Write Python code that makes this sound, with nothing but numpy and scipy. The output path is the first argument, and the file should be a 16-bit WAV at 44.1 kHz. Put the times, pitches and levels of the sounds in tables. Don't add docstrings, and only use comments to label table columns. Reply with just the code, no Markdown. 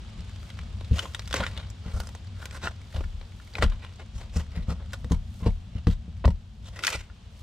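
import sys
import numpy as np
from scipy import signal
from scipy.fft import rfft, irfft
from scipy.io import wavfile

SR = 44100
rng = np.random.default_rng(int(sys.argv[2]) if len(sys.argv) > 2 else 0)


def wrap_up_sound(samples):
    columns = np.atleast_2d(samples).T
    tamed = np.clip(columns, -1, 1)
    steps = np.round(tamed * 32767).astype(np.int16)
    wavfile.write(sys.argv[1], SR, steps)


N = 327222
T = np.arange(N) / SR

# t/s, hiss level/dB, rumble level/dB
ROOM_TONE_LEVELS = [(0, -54.5, -40), (.7, -55.5, -35.5), (2.4, -57, -42), (4, -58.5, -39.5),
                    (5.6, -60, -37), (6.5, -63.5, -39.5), (7.42, -59, -43.5)]
# f/Hz, level/dB
RUMBLE_EQ = [(20, -15.5), (35, -12.5), (52, -0.5), (70, -1), (95, 0), (125, -13.5), (170, -16.5),
             (215, -15), (290, -35.5), (400, -47), (700, -38.5), (4000, -118)]
# f/Hz, level/dB
HISS_EQ = [(350, 5), (550, 3), (1000, 1), (2000, -4), (3300, 1), (5000, -6.5), (8000, -14.5), (10000, -24),
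           (13000, -45), (16000, -62)]
# f/Hz, level/dB
SKIN_EQ = [(1500, -18), (4000, 6), (6500, 5), (8600, 3), (10500, -2), (13000, -3.5), (16000, -15)]
# peak t/s, length/s, relative level/dB
SKIN_RUBS = [(0.436, 0.29, -70), (1.12, 0.88, -68), (1.49, 0.27, -78), (2.003, 0.26, -61.5),
             (2.44, 0.16, -64), (2.96, 0.29, -66), (3.45, 0.64, -71), (4.213, 0.2, -77.5), (5.0, .3, -74),
             (5.392, 0.37, -65.5), (6.75, 1, -83), (7.41, 0.21, -69)]
# t/s, peak level/dB
CHIP_KNOCKS = [(1.431, -23), (2.428, -31.5), (2.673, -14), (3.04, -32), (3.4, -38), (7.1, -40)]
# f/Hz, level/dB, t60/s
CHIP_MODES = [(1050, -14, 0.04), (1433, 0, 0.029), (1740, -4, 0.023), (2740, -9.5, 0.017)]
# t/s, relative thump level/dB, contact/ms, relative sway level/dB
HAND_JABS = [(0.18, -29.5, 5.5, -50), (0.909, -11, 2.7, -52), (1.338, -31.5, 2, -51),
             (1.397, -23.5, 1.4, -37), (1.858, -26.5, 2.4, -52), (1.936, -21, 9.8, -35),
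             (2.635, -31.5, 3.5, -57), (2.947, -25, 9.3, -49), (2.978, -24.5, 6.3, -30),
             (3.041, -27, 7.7, -34), (3.14, -26.5, 14, -34.5), (3.591, -21.5, 6.1, -42),
             (3.63, -13, 2.7, -17.5), (4.153, -26, 8.9, -39), (4.358, -16, 2.36, -38),
             (4.57, -21, 5.2, -32.5), (4.681, -18, 4, -48), (4.713, -26.5, 1.7, -58),
             (5.042, -26.5, 1.34, -58), (5.108, -13, 1.74, -24), (5.421, -24.5, 3.1, -29),
             (5.46, -11.5, 1.5, -21.5), (5.751, -22, 4.6, -52), (5.868, -9.5, 1.35, -23),
             (6.077, -33.5, 2, -53), (6.253, -8, 4.4, -40), (6.274, -12, 3.2, -27), (6.946, -30, 6.6, -39)]
# f/Hz, level/dB, t60/s
PANEL_MODES = [(71.9, 2.5, 0.18), (101.2, -1.5, 0.11), (124.6, -3, 0.054), (169.8, -2.5, 0.104),
               (210.7, -8.5, 0.098), (264.7, -8.5, 0.056), (348, -15.5, 0.037), (392, -22, 0.041),
               (478, -15, 0.079), (554, -23, 0.022), (713, -36.5, 0.14)]
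# f/Hz, width/Hz, level/dB
BOARD_EQ = [(537, 52, 4.5), (760, 120, -5), (970, 22, -13), (1028, 24, 4.5), (1426, 190, 4.5),
            (1948, 100, 4.5), (2460, 100, -0.5), (2994, 290, 2.5), (3730, 110, 4), (5360, 140, 4),
            (8050, 410, 2)]
# f/Hz, level/dB
FIBRE_EQ = [(100, -31), (280, -4), (500, 1), (1200, 2.5), (2500, -0.5), (4500, -2), (8000, -6.5),
            (10000, -13.5), (13000, -16.5), (16000, -27)]
# peak t/s, length/s, mid (1-4 kHz) level/dB, body re mid/dB, treble re
# mid/dB, splinter ring f/Hz
FINGER_SCRAPES = [(0.598, 0.088, -59, -9, -20, 2240), (0.991, .17, -44.5, -1, -5, 3070),
                  (1.048, 0.049, -56.5, 10, -6, 1100), (1.365, 0.074, -34.5, -5, -6, 2220),
                  (1.407, 0.051, -35, 1, -17, 930), (1.437, 0.046, -32.5, -15, -24, 1500),
                  (1.468, 0.11, -46.5, -8.5, -11, 1820), (1.583, 0.19, -49.5, -3.5, -14, 4000),
                  (1.881, .1, -51.5, 0.5, -10, 1410), (1.976, .14, -51.5, 1.5, -5, 1350),
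                  (2.428, 0.16, -51.5, -5, -12, 1450), (2.551, 0.064, -45.5, -6, -6.5, 1570),
                  (2.651, 0.074, -36, -4.5, -10.5, 1520), (2.963, 0.074, -47, 2.5, -13, 735),
                  (3.587, 0.1, -49, 4, -5.5, 2050), (3.633, 0.047, -29, 1, -13.5, 1480),
                  (3.723, 0.079, -50.5, -8, -25, 1030), (3.839, 0.11, -50.5, -7, -19, 2580),
                  (4.003, 0.042, -48.5, 0.5, -13.5, 2140), (4.173, 0.093, -59, -2, 2, 3170),
                  (4.221, 0.09, -54.5, 2, -8.5, 900), (4.37, .1, -47.5, 1.5, 0.5, 2800),
                  (4.401, .06, -48, 0, -7.5, 1050), (4.567, 0.11, -51.5, 1, -10.5, 2170),
                  (4.705, 0.085, -45.5, 1, -6.5, 1300), (4.813, 0.08, -59.5, 6, -27, 1370),
                  (4.941, .028, -42.5, -2.5, -7, 1380), (5.119, 0.047, -43, 3, -2.5, 1000),
                  (5.442, 0.1, -52.5, 2, -27, 1010), (5.469, .04, -43, 8, -9.5, 950),
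                  (5.769, 0.086, -54.5, -2.5, -13.5, 2870), (5.877, 0.017, -47, -2, -12, 1020),
                  (5.904, 0.057, -48, -9, -7, 3580), (6.25, 0.018, -35.5, 10, -39, 1020),
                  (6.29, 0.043, -52, 6.5, -3.5, 480), (6.678, 0.12, -55, -5, -4, 3460),
                  (6.798, 0.17, -49, -2, -6.5, 1950), (6.88, 0.12, -36, -10, -5, 2550),
                  (6.938, 0.055, -32.5, -5, -8, 2370), (7.001, .1, -51, -13, -7, 2300)]
# t/s, mid (1-4 kHz) level/dB, body re mid/dB, treble re mid/dB, splinter ring f/Hz
FIBRE_SNAPS = [(0.502, -47, -13, -12, 3240), (0.59, -43.5, -11, -13, 2380), (0.811, -56, 11, -26, 1610),
               (0.984, -38.5, -12, -9, 3000), (0.992, -27.5, -32, -12, 3170), (1.055, -43.5, 0, -21, 1200),
               (1.147, -32.5, -18.5, -10.5, 3510), (1.194, -41.5, -6, -2.5, 4500),
               (1.276, -45.5, -17, 0, 3580), (1.31, -40, -6, -8, 3300), (1.328, -31.5, -23, -9, 3530),
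               (1.341, -27.5, 0, -6, 1840), (1.465, -31, -15, -16.5, 1820),
               (1.576, -39.5, -32, -12.5, 3400), (1.701, -66, -7, 16, 7100), (2.002, -40.5, 1, -4, 1430),
               (2.071, -50.5, -4, 3, 5140), (2.09, -52, 1, -3, 1040), (2.15, -50.5, 4.5, 0.5, 3000),
               (2.456, -41, -9, -3.5, 1480), (2.51, -47, -11, -6, 1450), (3.007, -48, 10, -11, 1470),
               (3.213, -52.5, 0, -14, 985), (3.553, -33.5, -12, -20.5, 2440),
               (3.584, -37.5, 0.5, -28, 1490), (3.624, -22, -4.5, -18.5, 1390), (3.848, -45, -13, -18, 990),
               (3.959, -66, -16, 6, 4180), (4.933, -37, -17, -8.5, 1480), (5.045, -47.5, -3, -11.5, 3780),
               (5.462, -69, -7, -10, 920), (5.87, -37.5, 1, -12.5, 1300), (6.254, -37, 3, -10.5, 1170),
               (6.278, -42, 13.5, -16, 940), (6.791, -39.5, -23, -12, 2080),
               (6.837, -27.5, -26, -11.5, 1980), (6.848, -28, -28, -7, 2460), (6.869, -27, -29, -1, 2460),
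               (6.878, -24, -26, -18, 2370), (6.903, -41.5, -6, 3.5, 3080)]

RISE_SHARE = .46


def undb(db):
    return 10 ** (np.asarray(db) / 20)


def unit(x):
    return x / np.sqrt(np.mean(x ** 2) + 1e-20)


def pan(left_db):
    return undb(np.array([[left_db], [-left_db]]) / 2)


def decay(t, t60):
    return np.exp(-np.log(1000) * t / t60)


def wander(t, per_s):
    return np.interp(t * per_s, np.arange(100), rng.standard_normal(100))


def add(out, x, s):
    i = int(np.clip(s * SR, 0, N - 1))
    out[..., i:i + x.shape[-1]] += x[..., :N - i]


def freqs(size):
    return np.maximum(np.fft.rfftfreq(size, 1 / SR), 1)


def eq_gain(points, f):
    hz, db = np.transpose(points)
    return undb(np.interp(np.log(f), np.log(hz), db))


def causal(gain):
    cepstrum = irfft(np.log(gain + 1e-6))
    half = len(cepstrum) // 2
    folded = np.r_[cepstrum[0], 2 * cepstrum[1:half], np.zeros(half)]
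    return irfft(np.exp(rfft(folded)))


def convolve(x, response):
    return signal.fftconvolve(np.atleast_2d(x), np.atleast_2d(response), axes=1)


def noise(eq):
    return unit(irfft(rfft(rng.standard_normal(N)) * eq_gain(eq, freqs(N)), N))


def room_tone(rumble_side_db=-37, hiss_side_db=-4, waver_db=-2.5):
    times, *levels = np.transpose(ROOM_TONE_LEVELS)
    hiss_db, rumble_db = (np.interp(T, times, db) for db in levels)
    side = np.array([[1], [-1]])
    waver = wander(T, per_s=6)
    rumble = noise(RUMBLE_EQ) + side * undb(rumble_side_db) * noise(RUMBLE_EQ)
    hiss = noise(HISS_EQ) + side * undb(hiss_side_db) * noise(HISS_EQ)
    return rumble * undb(rumble_db + waver_db * waver), hiss * undb(hiss_db)


def reflections(t60, band_hz, delay_s, count=26000):
    t = T[:count]
    wash = rng.standard_normal((2, count)) * decay(t, t60) * (t > delay_s)
    wash = unit(wash) / np.sqrt(count)
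    return signal.sosfilt(signal.butter(1, band_hz, "band", fs=SR, output="sos"), wash)


def workshop(x, send_db=-19):
    room = reflections(t60=.14, band_hz=[490, 6700], delay_s=.005)
    return x + undb(send_db) * convolve(x.mean(axis=0), room)[:, :N]


def close_mics(x, lag_ms=.032, echo_db=-4, pan_db=.9, size=1024, lead=16):
    left_lag_s = lag_ms / 1000 * (1 + .45 * rng.standard_normal())
    taps = np.arange(size) - lead
    paths = np.sinc([taps - left_lag_s * SR, taps]) * pan(pan_db)
    paths += undb(echo_db) * reflections(t60=.022, band_hz=[1800, 18000], delay_s=.0004, count=size)
    paths[0] = np.convolve(paths[0], [.12, .76, .12], "same")
    return convolve(x, paths)[:, lead:lead + len(x)]


def grains(count, per_s, spread_db):
    hits = rng.random(count) < per_s / SR
    polarity = rng.choice([-1, 1], count)
    return hits * polarity * undb(spread_db * np.minimum(rng.exponential(size=count), 4))


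def stroke(t, length, edge_db):
    return undb(edge_db * np.maximum(-t / RISE_SHARE, t / (1 - RISE_SHARE)) / length)


def wood(ring_hz, ring_db, ring_q, size=2048):
    f = freqs(size)
    boards_db = sum(db / (1 + (2 * (f - hz) / width) ** 2) for hz, width, db in BOARD_EQ)
    splinter_db = ring_db / (1 + (2 * ring_q * (f / ring_hz - 1)) ** 2)
    return causal(eq_gain(FIBRE_EQ, f) * undb(boards_db + splinter_db))


def colour(x, seconds, mid_db, body_db, treble_db, size=1024):
    bands_hz = [(300, 900), (1000, 4000), (5000, 15000)]
    f = freqs(len(x))
    power = 2 * abs(rfft(x)) ** 2 / len(x) / (seconds * SR)
    band_db = np.array([10 * np.log10(power[(f > lo) & (f < hi)].sum() + 1e-20) for lo, hi in bands_hz])
    body, mid, treble = mid_db + np.array([body_db, 0, treble_db]) - band_db
    shelves = eq_gain([(700, body - mid), (1400, 0), (3600, 0), (6000, treble - mid)], freqs(size))
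    return undb(mid) * convolve(x, causal(shelves))[0]


def skin_rubs(rest_db=-86.5, width_db=-2, pan_db=-2, gain_db=5):
    rubs = sum(undb(db) * stroke(T - s, length, edge_db=-18) for s, length, db in SKIN_RUBS)
    centre, left, right = (grains(N, per_s=5000, spread_db=6.5) for _ in range(3))
    friction = centre + undb(width_db) * np.array([left, right])
    fizz = convolve(friction, causal(eq_gain(SKIN_EQ, freqs(512))))[:, :N]
    return unit(fizz) * (undb(rest_db) + rubs) * undb(gain_db) * pan(pan_db)


def shedding(trickle_db=-58, stirred_db=-53, usual_scrape_db=-56.5, settle_db_s=62, clear_db_s=2.6):
    level_db = trickle_db
    for s, _, db, *_ in FINGER_SCRAPES:
        shed_db = stirred_db + .32 * (db - usual_scrape_db)
        level_db = np.maximum(level_db, shed_db - settle_db_s * abs(T - s))
    return level_db - clear_db_s * T


def crumbs(sizes=12, per_size_per_s=14, bounce_s=.0029):
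    bits, t = 0, T[:SR // 100]
    for hz in np.geomspace(850, 4600, sizes):
        rattle = rng.standard_normal(len(t)) * np.exp(-t / bounce_s)
        tick = unit(convolve(rattle, wood(hz, ring_db=12, ring_q=4)))
        bits = bits + convolve(grains(N, per_size_per_s, spread_db=4.5), tick)[0, :N]
    return close_mics(unit(bits) * undb(shedding()))


def chip_knocks():
    out, t = np.zeros((2, N)), T[:4000]
    ring = sum(undb(db) * np.sin(2 * np.pi * hz * t) * decay(t, t60) for hz, db, t60 in CHIP_MODES)
    for s, peak_db in CHIP_KNOCKS:
        add(out, close_mics(ring / abs(ring).max() * undb(peak_db)), s)
    return out


def panel_sways(hz=35, rise_s=.022, delay_s=.0246, gain_db=3):
    out, t = np.zeros(N), T[:16000]
    swing = np.sin(2 * np.pi * hz * t) * t / rise_s * np.exp(1 - t / rise_s)
    for s, _, _, db in HAND_JABS:
        add(out, swing * undb(db + gain_db), s + delay_s)
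    return out


def panel_thumps(gain_db=2, scatter_db=2.5, detune=.024, travel_s=.004):
    out, t = np.zeros(N), T[:16000]
    hz, db, t60 = np.transpose(PANEL_MODES)[:, :, None]
    age = np.maximum(t - travel_s * np.sqrt(hz[0] / hz), 0)
    for s, level_db, contact_ms, _ in HAND_JABS:
        level_draw, pitch_draw = rng.standard_normal((2, len(PANEL_MODES), 1))
        tones = np.sin(2 * np.pi * hz * (1 + detune * pitch_draw) * age)
        modes = undb(db + scatter_db * level_draw) * tones * decay(age, t60)
        contact = t * 1000 / contact_ms
        force = contact ** 2 * np.exp(-5 * contact)
        thump = convolve(modes.sum(axis=0), np.diff(force))[0]
        add(out, thump / abs(thump).max() * undb(level_db + gain_db), s)
    return out


def finger_scrapes(catch_per_s=170, catch_db=4.5):
    out, t = np.zeros((2, N)), T[:SR // 4]
    for s, length, db, body_db, treble_db, hz in FINGER_SCRAPES:
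        rise_s = RISE_SHARE * length
        catches = undb(catch_db * wander(t, catch_per_s))
        pressure = stroke(t - rise_s, length, edge_db=-16)
        grit = grains(len(t), per_s=9000, spread_db=3) * pressure * catches
        scrape = convolve(grit, wood(hz, ring_db=8, ring_q=4))[0]
        add(out, close_mics(colour(scrape, length / 2, db, body_db, treble_db)), s - rise_s)
    return out


def fibre_snaps(crack_ms=2, tear_ms=7, tear_db=-12, tick_db=2.5, snap_s=.01):
    out, ms = np.zeros((2, N)), 1000 * T[:2400]
    for s, db, body_db, treble_db, hz in FIBRE_SNAPS:
        crack = rng.standard_normal(len(ms)) * np.exp(-ms / crack_ms)
        crack[0] += undb(tick_db)
        tear = unit(grains(len(ms), per_s=4000, spread_db=2.4)) * np.exp(-ms / tear_ms)
        snap = convolve(crack + undb(tear_db) * tear, wood(hz, ring_db=9, ring_q=6))[0]
        add(out, close_mics(colour(snap, snap_s, db, body_db, treble_db)), s)
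    return out


def scene(bass_pan_db=1.06):
    rumble, hiss = room_tone()
    tearing = fibre_snaps() + finger_scrapes() + chip_knocks() + crumbs() + skin_rubs()
    panel = panel_thumps() + panel_sways()
    lean = pan(bass_pan_db)
    return workshop(tearing + lean * panel) + lean * rumble + hiss


def record(dry, left_cut_hz=10, right_cut_hz=28, top_hz=16000):
    low_cuts = [signal.butter(1, hz, "high", fs=SR, output="sos") for hz in (left_cut_hz, right_cut_hz)]
    mics = np.array([signal.sosfilt(cut, x) for cut, x in zip(low_cuts, dry)])
    return signal.sosfilt(signal.ellip(8, .2, 70, top_hz, fs=SR, output="sos"), mics)


dry = scene()
out = record(dry)
wrap_up_sound(out)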